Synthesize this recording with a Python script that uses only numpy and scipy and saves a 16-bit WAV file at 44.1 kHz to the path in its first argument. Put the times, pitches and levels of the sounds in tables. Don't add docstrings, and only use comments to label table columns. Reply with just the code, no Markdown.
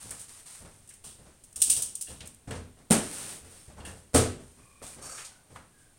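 import sys
import numpy as np
from scipy import signal
from scipy.fft import rfft, irfft, next_fast_len
from scipy.io import wavfile
from scipy.ndimage import uniform_filter1d

SR = 44100
rng = np.random.default_rng(int(sys.argv[2]) if len(sys.argv) > 2 else 0)


def materialize(psi):
    bounded = np.clip(np.atleast_2d(psi).T, -1, 1)
    quanta = np.round(bounded * 32767).astype(np.int16)
    wavfile.write(sys.argv[1], SR, quanta)


N = 263806
T = np.arange(SR) / SR
CLOCK = np.arange(N) / SR

# frequency_hz, level_db, t60_s
LID_MODES = [(50.6, -22.5, 1), (86.6, 0, 0.47), (123.5, -4.5, 0.3), (248, -5, 0.55), (277, 4, 0.13),
             (386, -16.5, 0.22), (403, -15, 0.61), (447, 2, 0.34), (499, -5, 0.4), (591, -13, 0.47),
             (631, -15.5, 0.44), (704, -1.5, 0.23), (1144, -15.5, 0.38), (1280, -9, .35)]


def amp(db):
    return 10 ** (np.asarray(db) / 20)


def unit(x):
    return x / np.sqrt(np.mean(x ** 2) + 1e-20)


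def along(points, hz):
    f, v = np.transpose(points)
    return np.interp(np.log(hz + 1), np.log(f + 1), v)


def coloured(x, gain_db):
    m = next_fast_len(len(x) + 8192)
    return irfft(rfft(x, m) * amp(gain_db(np.fft.rfftfreq(m, 1 / SR))), m)[:len(x)]


def noise(spectrum, size):
    return unit(coloured(rng.standard_normal(size), lambda hz: along(spectrum, hz)))


def add(track, start_s, sound):
    start = round(start_s * SR)
    track[start:start + len(sound)] += sound[:N - start]


def resonances(bands, hz):
    power = sum(amp(db) ** 2 / (1 + (2 * (hz - centre) / width) ** 2) ** 1.6
                for centre, width, db in bands)
    return 10 * np.log10(power)


def ring(modes, swell_s):
    tones = sum(amp(db - 60 * T / t60) * np.sin(2 * np.pi * (hz * T + rng.random()))
                for hz, db, t60 in modes)
    return tones * (1 - np.exp(-T / swell_s))


def friction_envelope(strokes, attack_s, release_s):
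    sag_db_per_s = 15
    power = np.zeros(N)
    for start, length, db in strokes:
        t = np.maximum(CLOCK - start, 0)
        shape = (1 - np.exp(-t / attack_s)) * np.exp(-np.maximum(t - length, 0) / release_s)
        power += (amp(db - sag_db_per_s * t) * shape) ** 2
    return np.sqrt(power)


def room_decay(x):
    # frequency_hz, t60_s
    reverb_times = [(60, 0.57), (200, 0.54), (600, 0.41), (3000, 0.43), (8000, 0.34), (14000, 0.27)]
    hz, t, spectra = signal.stft(x, SR, nperseg=512)
    decay = amp(-60 * t / along(reverb_times, hz)[:, None])
    return signal.istft(spectra * decay, SR, nperseg=512)[1][:len(x)]


def burst(colour, rise_s, decay_s, room_db, direct_db=0):
    puff, tail = (unit(coloured(rng.standard_normal(SR), colour)) for _ in range(2))
    direct = amp(direct_db) * puff * np.exp(-T / decay_s)
    diffuse = amp(room_db) * room_decay(tail) * (1 - np.exp(-T / decay_s))
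    return (direct + diffuse) * (1 - np.exp(-T / rise_s))


def knock(contacts, spectrum, modes, ring_db, decay_s, room_db):
    out = np.zeros(N)
    for start, db, crack_db in contacts:
        crack = burst(lambda hz: along(spectrum, hz), 0.00091, decay_s, room_db, crack_db + 6.5)
        add(out, start, amp(db) * crack)
    start, db, _ = max(contacts, key=lambda row: row[1])
    add(out, start, amp(db + ring_db) * ring(modes, swell_s=0.0012))
    return out


def room_rumble():
    # frequency_hz, level_db
    spectrum = [(25, 0.5), (45, -4.5), (90, 0.5), (200, -7), (500, -13.5), (1200, -20), (3000, -21.5),
                (8000, -26), (15000, -25)]
    return amp(-62) * noise(spectrum, N)


def squeaks():
    # start_s, end_s, start_hz, end_hz, level_db
    glides = [(3.594, 3.612, 5430, 5400, -60), (4.573, 4.948, 2460, 2405, -68.5),
              (4.579, 4.8, 1120, 1132, -68), (5.3, 5.413, 1493, 1474, -69.5),
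              (5.733, 5.923, 1660, 1540, -70.5)]
    out = np.zeros(N)
    for start, end, from_hz, to_hz, db in glides:
        hz = np.interp(start + T, [start, end], [from_hz, to_hz])
        tone = np.sin(2 * np.pi * np.cumsum(hz) / SR)
        stutter = noise([(40, 8.5), (120, -5), (350, -46)], SR)
        fade = (1 - np.exp(-T / 0.011)) * np.exp(-np.maximum(start + T - end, 0) / 0.02)
        add(out, start, amp(db) * fade * unit(stutter * tone))
    return out


def cloth_rub():
    # start_s, length_s, level_db
    strokes = [(5.008, 0.2, -46)]
    # centre_hz, width_hz, level_db
    bands = [(527, 280, 0.5), (1244, 190, 5), (1600, 220, -2), (2400, 690, -7), (4580, 280, 1.5),
             (5580, 260, 2.5), (6600, 1600, -2), (8200, 2300, -9.5), (11930, 5000, -14)]
    catch = unit(uniform_filter1d(rng.standard_normal(N), size=300))
    hiss = unit(coloured(rng.standard_normal(N), lambda hz: resonances(bands, hz)))
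    return friction_envelope(strokes, attack_s=0.029, release_s=0.06) * hiss * amp(1.6 * catch)


def scuffs():
    # start_s, level_db, decay_s, centre_hz
    scrapes = [(0.111, -51.5, .025, 1380), (.902, -62.5, 0.04, 2110), (1.041, -58, 0.012, 790),
               (2.205, -46, 0.012, 2970), (2.507, -46.5, 0.015, 1530), (3.778, -52.5, 0.074, 740),
               (4.816, -45.5, 0.015, 550), (5.012, -58.5, 0.22, 714), (5.175, -48, .056, 2010),
               (5.248, -47, 0.018, 4800), (5.558, -46, 0.015, 1120)]
    width_octaves = 0.97
    out = np.zeros(N)
    for start, db, decay_s, centre_hz in scrapes:
        colour = lambda hz: -30 * np.log10(1 + (np.log2((hz + 1) / centre_hz) / width_octaves) ** 2)
        add(out, start, amp(db + 4) * burst(colour, 0.07 * decay_s, decay_s, room_db=-8))
    return out


def footsteps():
    # start_s, level_db, roll_s
    footfalls = [(.04, -53.5, 0.06), (.605, -51, 0.041), (1.04, -57, .025), (1.179, -57, .075),
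                 (1.559, -56.5, 0.011), (1.664, -50.5, 0.096), (2.079, -50, 0.023), (2.208, -53, 0.0096),
                 (2.472, -42.5, .036), (2.51, -44.5, .04), (2.77, -58.5, 0.016), (3.21, -55.5, 0.015),
                 (3.411, -57, .035), (3.678, -54, 0.021), (3.764, -48, 0.093), (4.368, -56, 0.029),
                 (4.571, -59.5, 0.015), (4.818, -52.5, 0.019), (4.962, -50.5, .02), (5.50, -53.5, 0.049)]
    # frequency_hz, level_db
    sole = [(30, -12.5), (55, 2), (90, -1), (220, -7), (330, -13.5), (500, -12), (900, -20), (1500, -24),
            (3000, -32.5), (6000, -33.5), (15000, -48)]
    out = np.zeros(N)
    for start, db, roll_s in footfalls:
        heel = (start, db + 5.5, roll_s, 0)
        ball = (start + roll_s, db + 5, 0.76 * roll_s, 2)
        for onset, part_db, decay_s, db_per_octave in (heel, ball):
            colour = lambda hz: along(sole, hz) + db_per_octave * np.log2(np.clip(hz, 50, 1500))
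            add(out, onset, amp(part_db) * burst(colour, 0.13 * decay_s, decay_s, room_db=-2.5))
    return out


def lid_sway():
    # start_s, level_db, swell_s
    nudges = [(2.472, -37, 0.04), (2.51, -45, 0.024), (3.42, -52.5, 0.035), (3.86, -51, 0.024),
              (3.929, -56.5, 0.012)]
    # start_s, level_db, decay_s, tilt_db_per_octave
    rattles = [(2.071, -52, 0.035, -1), (2.207, -54, 0.0088, 3), (2.507, -45, 0.03, 3),
               (3.803, -51, .012, 4), (3.849, -46, 0.049, -6.5)]
    # centre_hz, width_hz, level_db
    bands = [(1760, 190, 0), (2800, 230, 2.5), (3300, 220, -1.5), (4350, 400, -7)]
    out = np.zeros(N)
    soft_modes = [(hz, db - 4.8 * np.log2(hz / 100), t60) for hz, db, t60 in LID_MODES]
    for start, db, swell_s in nudges:
        add(out, start, amp(db + 8) * ring(soft_modes, swell_s))
    for start, db, decay_s, db_per_octave in rattles:
        colour = lambda hz: resonances(bands, hz) + db_per_octave * np.log2(np.clip(hz, 1500, 5000))
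        add(out, start, amp(db) * burst(colour, 0.00068, decay_s, room_db=-9))
    return out


def rustle():
    # start_s, length_s, level_db
    strokes = [(0, 0.24, -43.5), (.28, 0.12, -46), (.455, 0.022, -44), (.495, 0.092, -45), (.68, .2, -57),
               (1.04, 0.025, -51.5), (1.19, 0.42, -63), (3.02, 0.096, -38.5), (3.125, .2, -37),
               (3.5, 0.17, -52), (3.85, 0.0083, -41.5), (3.966, 0.013, -53), (4.4, 0.48, -57.5),
               (4.822, 0.093, -41.5), (5.02, 0.24, -45), (5.508, .06, -60), (5.775, 0.054, -61)]
    # frequency_hz, level_db
    film = [(150, -4.5), (400, -10), (900, -3), (1800, -3.5), (3000, -4.5), (5000, -3), (8000, -3.5),
            (11000, -5), (15000, -10.5)]
    ticks_per_s = 350
    sizes = amp(6.3 * np.clip(rng.standard_normal(N), -2, 2))
    ticks = np.sign(rng.standard_normal(N)) * (rng.random(N) < ticks_per_s / SR) * sizes
    grain = unit(coloured(ticks, lambda hz: along(film, hz)))
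    texture = amp(-8.5) * noise(film, N) + amp(-14.5) * grain
    return friction_envelope(strokes, attack_s=0.0043, release_s=0.067) * texture


def creases():
    # start_s, level_db, decay_s
    flurries = [(0.107, -37, 0.005), (0.194, -46, 0.0086), (0.214, -47.5, 0.0062), (0.875, -58, 0.0055),
                (.89, -51, 0.01), (0.936, -53.5, 0.0092), (1.038, -51.5, 0.067), (1.437, -54, 0.0089),
                (1.528, -55, 0.0041), (1.558, -38.5, 0.012), (1.6, -41.5, 0.012), (1.617, -19.5, 0.0099),
                (1.696, -22.5, 0.013), (1.718, -32.5, 0.02), (1.762, -30.5, .015), (1.82, -29, 0.0086),
                (1.953, -37, 0.0055), (2.010, -36, 0.0092), (2.024, -29.5, 0.0012), (2.081, -53, 0.068),
                (2.255, -51.5, 0.0095), (2.274, -42.5, 0.0031), (2.347, -50, .0012), (2.508, -49.5, .006),
                (3.85, -51.5, 0.0051)]
    # frequency_hz, level_db
    crackle = [(300, -33), (1200, -24.5), (2100, -19), (2900, -5.5), (4200, -6.5), (5600, 1.5), (8500, 4.5),
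               (11000, 1), (15000, -0.5)]
    out = np.zeros(N)
    for start, db, decay_s in flurries:
        treble_db = -2 - 3 * np.log2(decay_s / 0.0078)
        colour = lambda hz: along(crackle, hz) + along([(4000, 0), (6500, treble_db)], hz)
        flicker = unit(uniform_filter1d(rng.standard_normal(SR), size=60))
        after_snaps = amp(2.4 * flicker * np.exp(-T / 0.062) * (1 - np.exp(-T / 0.005)))
        rise_s = min(decay_s ** 2 / 0.043, 0.006)
        room_db = -8 + 15.2 * np.log10(decay_s / 0.014)
        add(out, start, amp(db + 4.5) * after_snaps * burst(colour, rise_s, decay_s, room_db))
    return out


def bag_settle():
    # start_s, length_s, level_db
    shifts = [(3.1, 0.27, -45), (3.42, 0.2, -56.5)]
    # frequency_hz, level_db
    liner = [(40, -19), (100, -4), (500, -4), (900, -11.5), (3000, -11), (7000, -15.5), (15000, -17)]
    return friction_envelope(shifts, attack_s=0.02, release_s=0.034) * noise(liner, N)


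def bag_drop():
    # start_s, level_db, crack_db
    contacts = [(2.903, -44.5, 10.5), (2.908, -23, 5.5), (2.917, -26, 5.5), (2.924, -24.5, 5.5)]
    # frequency_hz, level_db
    spectrum = [(30, -17), (80, -18), (130, -9), (220, -2), (400, -6.5), (650, -7.5), (1000, -15),
                (1500, -14.5), (2200, -18), (4000, -20.5), (7000, -19.5), (11000, -20.5), (15000, -26)]
    # frequency_hz, level_db, t60_s
    modes = [(94.5, -13, .6), (161.8, 3.5, 0.17), (219.3, 7, 0.24), (287.7, 0, 0.15), (399, -4, 0.2),
             (544, -29, 0.43), (632, -5, 0.15), (753, -18, 0.49), (924, -20.5, 0.15), (1065, -28, 0.16)]
    return knock(contacts, spectrum, modes, ring_db=0, decay_s=0.0026, room_db=-1)


def lid_slam():
    # start_s, level_db, crack_db
    contacts = [(4.133, -46.5, -2.5), (4.140, -38, 4.5), (4.145, -30.5, 9.5), (4.149, -17.5, -1),
                (4.156, -20, -20), (4.160, -31, 9), (4.177, -33.5, 7.5)]
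    # frequency_hz, level_db
    spectrum = [(25, -15), (50, -46.5), (90, 1), (180, -11), (400, -6.5), (700, -11.5), (950, -20),
                (1400, -18.5), (2100, -23), (4000, -23.5), (7000, -23.5), (11000, -27), (15000, -30.5)]
    return knock(contacts, spectrum, LID_MODES, ring_db=-3, decay_s=0.0033, room_db=-3)


def scene():
    background = room_rumble()
    sheets = creases() + rustle()
    pedal_bin = bag_drop() + lid_slam() + bag_settle() + lid_sway()
    movement = footsteps() + scuffs() + cloth_rub() + squeaks()
    return (background + sheets + pedal_bin + movement)[None]


def record(dry):
    # frequency_hz, gain_db
    response = [(5000, 0), (7300, 4), (8200, 9.5), (8800, 13), (9300, 13.5), (9650, 4.5), (11000, 2),
                (12000, -4), (12800, -4.5), (15800, -5)]
    top_hz = 16000
    return coloured(dry[0], lambda hz: along(response, hz) - 100 * (hz > top_hz))[None]


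dry = scene()
out = record(dry)
materialize(out)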